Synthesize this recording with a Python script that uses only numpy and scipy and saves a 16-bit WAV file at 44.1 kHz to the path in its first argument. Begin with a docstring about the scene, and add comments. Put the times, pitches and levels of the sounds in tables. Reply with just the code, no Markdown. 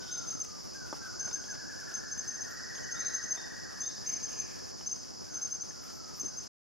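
"""A near cricket chirps pure tones in uneven bursts on a rainforest floor, heard by a stereo pair of microphones.
A fainter cricket sings behind it, and a far insect chorus, made of shaped noise, fills the treble.
At middle distance a bird's gliding falling whistles quicken into a rising trill and a second, deeper bird
joins; slurs, whistles, pips and a hoarse call, all gliding tones, come from other birds.
A small bird lands with a rattle of filtered clicks; ticks and rustles of filtered noise lie over a wide air."""
import sys
import numpy as np
from scipy import signal
from scipy.fft import rfft, irfft
from scipy.io import wavfile
from scipy.ndimage import uniform_filter1d

SR = 44100
rng = np.random.default_rng(int(sys.argv[2]) if len(sys.argv) > 2 else 0)


def master(y):
    """Save y as 16-bit WAV."""
    cut = np.clip(np.atleast_2d(y).T, -1, 1)
    pcm = np.round(cut * 32767)  # scale
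    wavfile.write(sys.argv[1], SR, pcm.astype(np.int16))


N = 292383
TIME = np.arange(N) / SR
BINS = np.fft.rfftfreq(N, 1 / SR)

# Levels in the tables are relative: a layer's trim_db and its small variations are added to them.
# still air of the forest: [f/Hz, level common to both sides/dB per Hz, level opposed between them/dB per Hz]
AIR_SPECTRUM = [(25.5, -100, -105), (60, -93, -73.5), (133.4, -90, -72), (296, -88.5, -75), (587, -91, -80),
                (1140, -91, -87), (1510, -91, -89), (2190, -100, -102), (3470, -101, -107),
                (6700, -104, -106), (11100, -107, -107), (13580, -113, -113), (15440, -120, -120)]
# the far insect chorus: [f/Hz, level/dB per Hz]
CHORUS_SPECTRUM = [(3600, -118), (4100, -101), (4400, -89), (4700, -83), (5000, -77.5), (5450, -79),
                   (5950, -84.5), (6250, -79.5), (6500, -91), (6800, -85.5), (7150, -85.5), (7450, -104),
                   (8200, -120)]
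# swell of the chorus, followed in part by the air: [t/s, level/dB]
CHORUS_SWELL = [(0, 0.5), (.5, -1), (1.2, 1), (2, 0), (3.1, 1.2), (3.7, -0.2), (4.2, 1.5), (5, -0.8),
                (5.8, -1.5), (6.4, -1.5)]
# how long the trees ring: [f/Hz, time to fall by 60 dB/s]
TREE_RING = [(200, 0.27), (1500, 0.82), (3700, 1), (6300, 0.4), (13000, 0.078)]
# wing flutter, dull rustles and soft thumps: [t/s, length/s, centre f/Hz, level/dB]
SOFT_THUMPS = [(0.197, 0.43, 94, -54), (.345, 0.018, 170, -39), (3.204, 0.44, 744, -58.5),
               (3.278, 0.31, 285, -59), (6.215, 0.059, 288, -42.5)]
# ticks of leaves and twigs: [t/s, level/dB, brightness/dB, ring f/Hz, ring level/dB]
LITTER_TICKS = [(.352, -62, -9.5, 2070, 4), (.394, -66.5, 15, 7500, -5), (.437, -62, 9, 8900, 5),
                (.447, -54.5, 3, 7860, 2.5), (.606, -64, -4.5, 5400, 23.5), (0.927, -57, 5, 3420, 4),
                (1.276, -59, -15.5, 760, 13), (1.312, -55.5, -9, 3660, 6.5), (1.44, -57.5, -6, 3300, 5),
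                (1.539, -58.5, -6, 800, 0), (1.552, -55.5, -5, 2030, 4), (1.805, -63, 8, 7500, 1),
                (1.916, -52.5, -5.5, 2700, -7), (2.752, -56, -4.5, 3500, 4), (2.78, -54, -2, 3180, 4),
                (3.374, -59.5, -14, 790, 5), (4.81, -57, -8.5, 3000, 4), (5.708, -61, -4, 1730, 15),
                (5.901, -54.5, -4, 8500, -2)]
# falling whistles of distant birds: [t/s, length/s, first f/Hz, level/dB]
FAR_WHISTLES = [(0, 0.28, 1543, -50.5), (.22, 0.4, 1362, -56.5), (0.956, .2, 1397, -54.5),
                (2.457, 0.092, 1480, -50.5), (2.892, 0.085, 1520, -47), (5.262, 0.12, 1575, -55),
                (5.372, 0.11, 1520, -61), (5.523, 0.12, 1557, -59), (5.718, 0.17, 1456, -61),
                (5.849, .38, 1382, -59), (6.293, 0.1, 1575, -58)]
# syllables of a hoarse far call: [t/s, length/s, first f/Hz, last f/Hz, level/dB]
HOARSE_CALL = [(2.97, 0.071, 2080, 2360, -61.5), (4.023, 0.18, 1956, 2380, -59.5),
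               (4.056, 0.071, 2500, 3150, -60.5), (4.255, 0.11, 3310, 2376, -61),
               (4.326, 0.2, 2600, 2150, -62)]
# thin high pips: [t/s, first f/Hz, level/dB]
HIGH_PIPS = [(.597, 12400, -64), (2.475, 12600, -58), (4.06, 12100, -62), (5.81, 13300, -59),
             (5.915, 12700, -59), (6.151, 13900, -54)]
# short slurred calls of another bird: [t/s, length/s, first f/Hz, last f/Hz, level/dB]
NEAR_SLURS = [(.07, 0.077, 3450, 3950, -60), (2.825, .05, 3020, 2950, -57.5),
              (2.948, .045, 3540, 3800, -52.5), (3.364, .048, 3590, 3700, -51),
              (3.818, 0.056, 3380, 3830, -54), (3.866, 0.041, 3800, 3560, -56.5)]
# blurred calls from deep among the trees, short high slurs and a few low falling whistles:
# [t/s, length/s, first f/Hz, last f/Hz, level/dB]
DEEP_CALLS = [(0, 0.028, 3580, 3800, -58.5), (0, 0.068, 2955, 3530, -61), (.075, 0.048, 3420, 4060, -57),
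              (2.99, 0.055, 3680, 4370, -53.5), (3.09, 0.073, 1400, 1186, -58), (3.64, .1, 1380, 1120, -57),
              (3.87, 0.05, 3620, 4400, -57), (4.33, 0.15, 2573, 2524, -66),
              (5.26, 0.101, 1650, 1398, -61.5)]
# the second bird's farther trill: [t/s, top f/Hz, level/dB]
ANSWER_COURSE = [(1.8, 1522, -51.5), (2.5, 1545, -68), (3.05, 1642, -60.5), (3.8, 1843, -55.5),
                 (4.55, 1863, -56.5), (4.9, 1768, -89)]
# course of the first bird's song; linger above 1 holds each note high longer:
# [t/s, top f/Hz, bottom f/Hz, level/dB, linger (exponent), scatter level/dB]
SONG_COURSE = [(.74, 1682, 1392, -51.5, 0.86, -5), (1.01, 1671, 1420, -49.5, 0.78, -5.5),
               (1.3, 1725, 1405, -51, 0.7, -4), (1.5, 1798, 1421, -48.5, 0.82, -5.5),
               (2.1, 1851, 1426, -51, 1.21, -2.5), (2.55, 1970, 1390, -50, 1.27, -2),
               (3.05, 2002, 1407, -47, 1.29, -2), (3.6, 1971, 1428, -51, 1.295, -4),
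               (3.8, 1967, 1464, -59.5, 1.25, -1.5)]
# twig rattle as the small bird lands: [t/s, level/dB]
LANDING_KNOCKS = [(0.9274, -25), (.9308, -28.5), (0.9331, -38.5), (0.934, -39), (0.9408, -33.5)]
# the second, fainter cricket: [t/s, level/dB]
FAR_CRICKET_CHIRPS = [(.23, -45.5), (.75, -52.5), (.82, -52), (1.39, -44), (1.45, -44), (2.06, -47),
                      (2.745, -41), (2.825, -44), (3.1, -43), (3.27, -41.5), (4.19, -43), (4.28, -40),
                      (4.355, -39.5), (4.98, -50.5), (5.3, -44.5), (5.55, -46)]
# the near cricket: [t/s, level/dB, echo level/dB]
NEAR_CRICKET_CHIRPS = [(0.111, -33.0, -0.5), (0.171, -32.5, -8), (0.2715, -33, 0), (0.335, -37.5, -5),
                       (0.3985, -30, -11), (1.1924, -31, -3.5), (1.2425, -33.5, -1), (1.3265, -28.5, -5),
                       (1.4985, -36.0, -10), (1.9365, -30.5, -7), (2.1105, -32.0, -9.5), (2.1754, -31, -6),
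                       (2.2745, -31.0, -5.5), (2.3385, -36.5, -11), (2.404, -31.0, -8.5),
                       (2.909, -31, -4.5), (2.99, -30, -8.5), (3.05, -29.5, -5), (3.1354, -27.5, -7),
                       (3.2235, -34.5, -6), (3.3044, -26.5, -10), (3.802, -31.0, -3.5), (3.8584, -30, -9.5),
                       (4.0594, -30, -1), (4.1224, -28.5, -6), (4.2244, -31, -9), (4.312, -39, -18),
                       (4.3854, -30, -7), (4.859, -30.5, -9), (4.9114, -30, -12), (5.3404, -32.0, -3),
                       (5.4144, -30.5, -2), (5.5084, -30, -6), (5.6055, -32.5, -9), (5.685, -41, -7),
                       (6.1954, -30.5, -6.5), (6.2454, -31, -7), (6.3684, -33.5, -7)]
# the two overlapping arches that shape every near chirp: [delay/s, length/s, level/dB]
CHIRP_SHAPE = [(.0005, 0.0106, -4), (.0075, 0.0205, 0)]

WHISTLE_GLIDE, PIP_GLIDE = 0.85, 0.95  # last pitch as a ratio of the first
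PIP_S = 0.075
ANSWER_NOTES_PER_S = 14.5
# a long pause between notes shrinks quickly; the bird then tires a little with each note
TRILL_START_S, NOTE_COUNT = 0.741, 38
BASE_GAP_S, PAUSE_S, PAUSE_HALVED_NOTES, TIRING_S_PER_NOTE = 0.0252, 0.2435, 2.1, 0.00069
NOTE_BASE_S, NOTE_SHARE = 0.01277, 0.47  # a note lasts this long plus a share of the gap to the next
# every chirp starts a little flat and settles around the pitch of the wings
WING_HZ, FLAT_HZ, SETTLE_S = 6266, 120, 0.004
# an echo with its own phase follows each near chirp, its delay varying a little
ECHO_S, ECHO_JITTER_S, ECHO_LENGTH_S = 0.026, 0.004, 0.025
END_S, EDGE_HZ = 6.48, 15800


def amp(db):
    """Amplitude ratio of a level in dB."""
    return 10 ** (np.asarray(db) / 20)


def unit(x):
    """Scale to an RMS of one."""
    return x / np.sqrt(np.mean(x ** 2) + 1e-20)


def along(rows, at):
    """The columns of a curve at the given times."""
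    s, *columns = np.transpose(rows)
    return [np.interp(at, s, column) for column in columns]


def across(rows, hz):
    """The columns of a spectrum at the given frequencies, on a logarithmic scale."""
    f, *columns = np.transpose(rows)
    return [np.interp(np.log(hz + 1), np.log(f), column) for column in columns]


def add(mix, s, sound):
    """Lay a sound into the mix from a time in seconds."""
    part = mix[max(round(s * SR), 0):][:len(sound)]
    part += sound[:len(part)]


def hiss(db):
    """Noise with the given level per Hz in each bin."""
    return irfft(rfft(rng.standard_normal(N)) * amp(db), N) * np.sqrt(SR / 2)


def drift(hz):
    """Smooth random motion of RMS one, 10 dB down at hz and falling steeply above."""
    return unit(hiss(-10 * np.minimum((BINS / hz) ** 2, 20)))


def band(x, low_hz, high_hz, order=2):
    """Band-pass a sound."""
    sos = signal.butter(order, [low_hz, min(high_hz, SR / 2 - 1)], "band", fs=SR, output="sos")
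    return signal.sosfilt(sos, x)


def place(x, lag_ms=0.014, left_db=0.57):
    """Sound from almost straight ahead: the left side comes a trace late, with a small level offset."""
    late = irfft(rfft(x) * np.exp(-2j * np.pi * BINS * lag_ms * 1e-3), N)
    return np.array([late * amp(left_db), x * amp(-left_db)])


def forest(x, wet_db, spread):
    """Distance: direct sound plus scatter from trunks and leaves, sparse echoes that decay by frequency."""
    echoes_per_s = 2000
    taps = rng.standard_normal((2, SR)) * (rng.random((2, SR)) < echoes_per_s / SR)
    hz, t, z = signal.stft(taps, SR, nperseg=256)
    decay = amp(-60 * t / across(TREE_RING, hz)[0][:, None])
    onset = 1 - np.exp(-t / 0.0095)
    tails = signal.istft(z * decay * onset, SR, nperseg=256)[1]
    mid, side = (signal.fftconvolve(x, tail / np.linalg.norm(tail))[:N] for tail in tails)
    return place(x + amp(wet_db) * mid) + amp(wet_db) * spread * np.array([side, -side])


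def whistle(length, first_hz, last_hz, edge, quaver=0, hook=0, hook_s=0.0034, linger=1):
    """A gliding sine with soft ends; quaver unsteadies the pitch and a hook flicks it up from below."""
    t = np.arange(int(length * SR)) / SR
    glide = first_hz * (last_hz / first_hz) ** ((t / length) ** linger)
    hooked = glide * (1 - hook * np.exp(-t / hook_s))
    unsteady = unit(uniform_filter1d(rng.standard_normal(len(t)), size=200))
    hz = hooked * (1 + quaver * unsteady)
    return np.sin(2 * np.pi * np.cumsum(hz) / SR) * signal.windows.tukey(len(t), edge)


def air(waver_db=1.29, treble_waver_db=1.68, split_hz=1500, follow=0.6):
    """A dull noise wash, very wide in the bass, wavering below and above a split, that follows the swell."""
    mid, side = (hiss(db) for db in across(AIR_SPECTRUM, BINS))
    swell, = along(CHORUS_SWELL, TIME)
    wash = np.array([mid + side, mid - side]) * amp(follow * swell)
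    bass = irfft(rfft(wash) / (1 + (BINS / split_hz) ** 4), N)
    treble = wash - bass
    return bass * amp(waver_db * drift(24)) + treble * amp(treble_waver_db * drift(22))


def chorus(trim_db=0, throb_db=0.76, buzz_db=0.13, spread=0.32):
    """Countless far insects merge into a noise band that throbs slowly and buzzes faster, a little."""
    colour, = across(CHORUS_SPECTRUM, BINS)
    swell, = along(CHORUS_SWELL, TIME)
    mid = hiss(colour) * amp(throb_db * drift(38) + buzz_db * drift(250))
    side = spread * hiss(colour)
    return (place(mid, lag_ms=0.016, left_db=-0.1) + np.array([side, -side])) * amp(trim_db + swell)


def thumps(common=0.11, together_hz=900):
    """Soft puffs and rustles of band noise; the lowest are mostly opposed between the two sides."""
    out = np.zeros((2, N))
    for s, length, hz, db in SOFT_THUMPS:
        puff = unit(band(rng.standard_normal((2, int(length * SR))), hz / 1.24, hz * 1.38))
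        mid, side = amp(db) * puff * np.hanning(puff.shape[1])
        mid = mid * np.hypot(common, hz / together_hz)
        add(out[0], s, mid + side)
        add(out[1], s, mid - side)
    return out


def litter(thud_s=0.0065, snap_s=0.0057, crisp_s=0.0023, ring_s=0.0054, snap_db=1.0,
           faint_per_s=14, faint_db=-49):
    """Ticks of decaying noise and a short ring, dull for a twig, bright for a leaf; faint ones at random."""
    out, t = np.zeros(N), np.arange(3000) / SR
    for s, db, bright_db, ring_hz, ring_db in LITTER_TICKS:
        thud, snap, crisp = rng.standard_normal((3, len(t)))
        add(out, s, amp(db - bright_db) * unit(band(thud, 180, 1290)) * np.exp(-t / thud_s))
        add(out, s, amp(db + snap_db) * unit(band(snap, 1600, 5500)) * np.exp(-t / snap_s))
        add(out, s, amp(db + bright_db) * unit(band(crisp, 6000, 13000)) * np.exp(-t / crisp_s))
        add(out, s, amp(db + ring_db) * np.sin(2 * np.pi * ring_hz * t) * np.exp(-t / ring_s))
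    faint = amp(faint_db) * rng.standard_normal(N) * (rng.random(N) < faint_per_s / SR)
    return forest(out + band(faint, 500, 13000, order=1), wet_db=-17, spread=0.54)


def pips(trim_db=-7, quaver=0.02):
    """Thin, unsteady high gliding tones, blurred by the leaves."""
    out = np.zeros(N)
    for s, hz, db in HIGH_PIPS:
        pip = whistle(PIP_S, hz, hz * PIP_GLIDE, edge=0.4, quaver=quaver)
        add(out, s, amp(trim_db + db) * pip)
    return forest(out, wet_db=9.5, spread=0.45)


def far_birds(whistle_trim_db=-3.5, rasp_trim_db=-1, rasp_width_hz=420, haze=0.32, haze_hz=70, fade_db=5):
    """Distant falling whistles, fading and hazy, and a call made hoarse by noise modulation."""
    clear, rough = np.zeros(N), np.zeros(N)
    hoarse = drift(rasp_width_hz)
    for s, length, hz, db in FAR_WHISTLES:
        note = whistle(length, hz, hz * WHISTLE_GLIDE, edge=0.06, quaver=0.013)
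        fade = np.linspace(0, fade_db, len(note))
        add(clear, s, amp(whistle_trim_db + db - fade) * note)
    for s, length, first_hz, last_hz, db in HOARSE_CALL:
        add(rough, s, amp(rasp_trim_db + db) * whistle(length, first_hz, last_hz, edge=0.42))
    clear *= 1 + haze * drift(haze_hz)
    return forest(clear, wet_db=-2.5, spread=0.6) + forest(rough * hoarse, wet_db=-4, spread=0.7)


def gliding_calls(rows):
    """Short gliding calls with a slightly unsteady pitch."""
    out = np.zeros(N)
    for s, length, first_hz, last_hz, db in rows:
        add(out, s, amp(db) * whistle(length, first_hz, last_hz, edge=0.47, quaver=0.007))
    return out


def calling_birds(near_trim_db=-1, deep_trim_db=-5, blur_hz=190):
    """Near slurs arrive a little grainy with a faint tail; deep calls are blurred and mostly scatter."""
    grain = 0.95 + 0.28 * drift(160)
    near = forest(gliding_calls(NEAR_SLURS) * grain, wet_db=-10, spread=0.7)
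    deep = forest(gliding_calls(DEEP_CALLS) * drift(blur_hz), wet_db=5, spread=0.6)
    return amp(near_trim_db) * near + amp(deep_trim_db) * deep


def answer(fall=0.85, length=0.0493, trim_db=-5):
    """The second bird repeats a like falling note at a steady rate, deeper among the trees."""
    out = np.zeros(N)
    for s in np.arange(ANSWER_COURSE[0][0], ANSWER_COURSE[-1][0], 1 / ANSWER_NOTES_PER_S):
        hz, db = along(ANSWER_COURSE, s)
        top_hz = hz * (1 + 0.0074 * rng.standard_normal())
        add(out, s, amp(trim_db + db) * whistle(length, top_hz, hz * fall, edge=0.52))
    return forest(out, wet_db=0, spread=0.6)


def trill(trim_db=1.8, uneven_pitch=0.0047, accent_db=1, fade_db=3.5):
    """Notes flick up and slide down, quickening and shortening at first, then slowing very slightly."""
    out, s = np.zeros(N), TRILL_START_S
    for k, (sharp, accent) in enumerate(rng.standard_normal((NOTE_COUNT, 2))):
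        gap = BASE_GAP_S + PAUSE_S / (1 + k / PAUSE_HALVED_NOTES) + TIRING_S_PER_NOTE * k
        top_hz, bottom_hz, db, linger, _ = along(SONG_COURSE, s)
        note = whistle(NOTE_BASE_S + NOTE_SHARE * gap, top_hz * (1 + uneven_pitch * sharp), bottom_hz,
                       edge=0.18, quaver=0.006, hook=0.17, hook_s=0.03 * gap, linger=linger)
        fade = np.linspace(0, fade_db, len(note))
        add(out, s, amp(trim_db + db + accent_db * accent - fade) * note)
        s += gap
    return forest(out, wet_db=along(SONG_COURSE, TIME)[-1], spread=0.7)


def landing(trim_db=0, wide=0.4, low_hz=200, high_hz=1320):
    """A small bird lands on a twig: dull filtered clicks in quick succession, with hardly any ring."""
    click = band(signal.unit_impulse(900), 60, high_hz, order=6)
    knock = band(click, low_hz, 4000, order=2)
    knock = knock / abs(knock).max()
    mid, side = np.zeros(N), np.zeros(N)
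    for s, db in LANDING_KNOCKS:
        add(mid, s, -amp(trim_db + db) * knock)
        add(side, s + 0.00119, wide * amp(trim_db + db) * knock)
    return forest(mid, wet_db=-21.5, spread=0.96) + np.array([side, -side])


def far_cricket(trim_db=-1, hz=6350, length=0.035, scatter_hz=30):
    """A second, fainter cricket sings near-pure tones a little higher, often between the near chirps."""
    out = np.zeros(N)
    for (s, db), sharp in zip(FAR_CRICKET_CHIRPS, rng.standard_normal(len(FAR_CRICKET_CHIRPS))):
        pitch = hz + scatter_hz * sharp
        add(out, s, amp(trim_db + db) * whistle(length, pitch, pitch, edge=0.57, quaver=0.005))
    return forest(out, wet_db=-4, spread=0.7)


def arch(t, delay, length):
    """A half-sine rise and fall of level."""
    return np.sin(np.pi * np.clip((t - delay) / length, 0, 1))


def cricket(trim_db=1.0, octave_db=-32, octave_s=0.018, wobble_hz=20, scatter_hz=9,
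            flutter_db=0.86, uneven_db=1, slip_rad=0.9):
    """Each near chirp is one almost pure tone, its octave fading fast; an echo with its own phase follows."""
    out, t = np.zeros(N), np.arange(3000) / SR
    first, main = (amp(db) * arch(t, delay, length) for delay, length, db in CHIRP_SHAPE)
    wobble = wobble_hz * drift(130)
    chances = rng.standard_normal((len(NEAR_CRICKET_CHIRPS), 5))
    for (s, db, echo_db), (sharp, force, slip, late, turn) in zip(NEAR_CRICKET_CHIRPS, chances):
        settling = FLAT_HZ * np.exp(-t / SETTLE_S)
        pitch = WING_HZ + scatter_hz * sharp - settling + wobble[int(s * SR):][:len(t)]
        angle = 2 * np.pi * np.cumsum(pitch) / SR
        opening = amp(uneven_db * force) * first * np.sin(angle + slip_rad * slip)
        tone = opening + main * np.sin(angle)
        echo_shape = arch(t, ECHO_S + ECHO_JITTER_S * late, ECHO_LENGTH_S)
        echo = amp(echo_db) * echo_shape * np.sin(angle + np.pi + turn)
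        octave = amp(octave_db) * np.sqrt(first + main) * np.exp(-t / octave_s) * np.sin(2 * angle)
        add(out, s, amp(trim_db + db) * (tone + echo + octave))
    heard = forest(out * amp(flutter_db * drift(120)), wet_db=-13, spread=0.7)
    return heard * amp([[0.5], [-0.5]])  # a little to the left


def scene():
    """Sum all layers, from the background to the near cricket."""
    background = air() + chorus() + thumps() + litter()
    birds = pips() + far_birds() + calling_birds() + answer() + trill() + landing()
    return background + birds + far_cricket() + cricket()


def record(dry):
    """The sound fades out in 5 ms just before the end, then a low-pass limits the band."""
    running = np.clip((END_S - TIME) * 200, 0, 1)
    low_pass = signal.firwin(511, EDGE_HZ, window=("kaiser", 9), fs=SR)
    return signal.oaconvolve(dry * running, low_pass[None], "same", axes=1)


dry = scene()
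out = record(dry)
master(out)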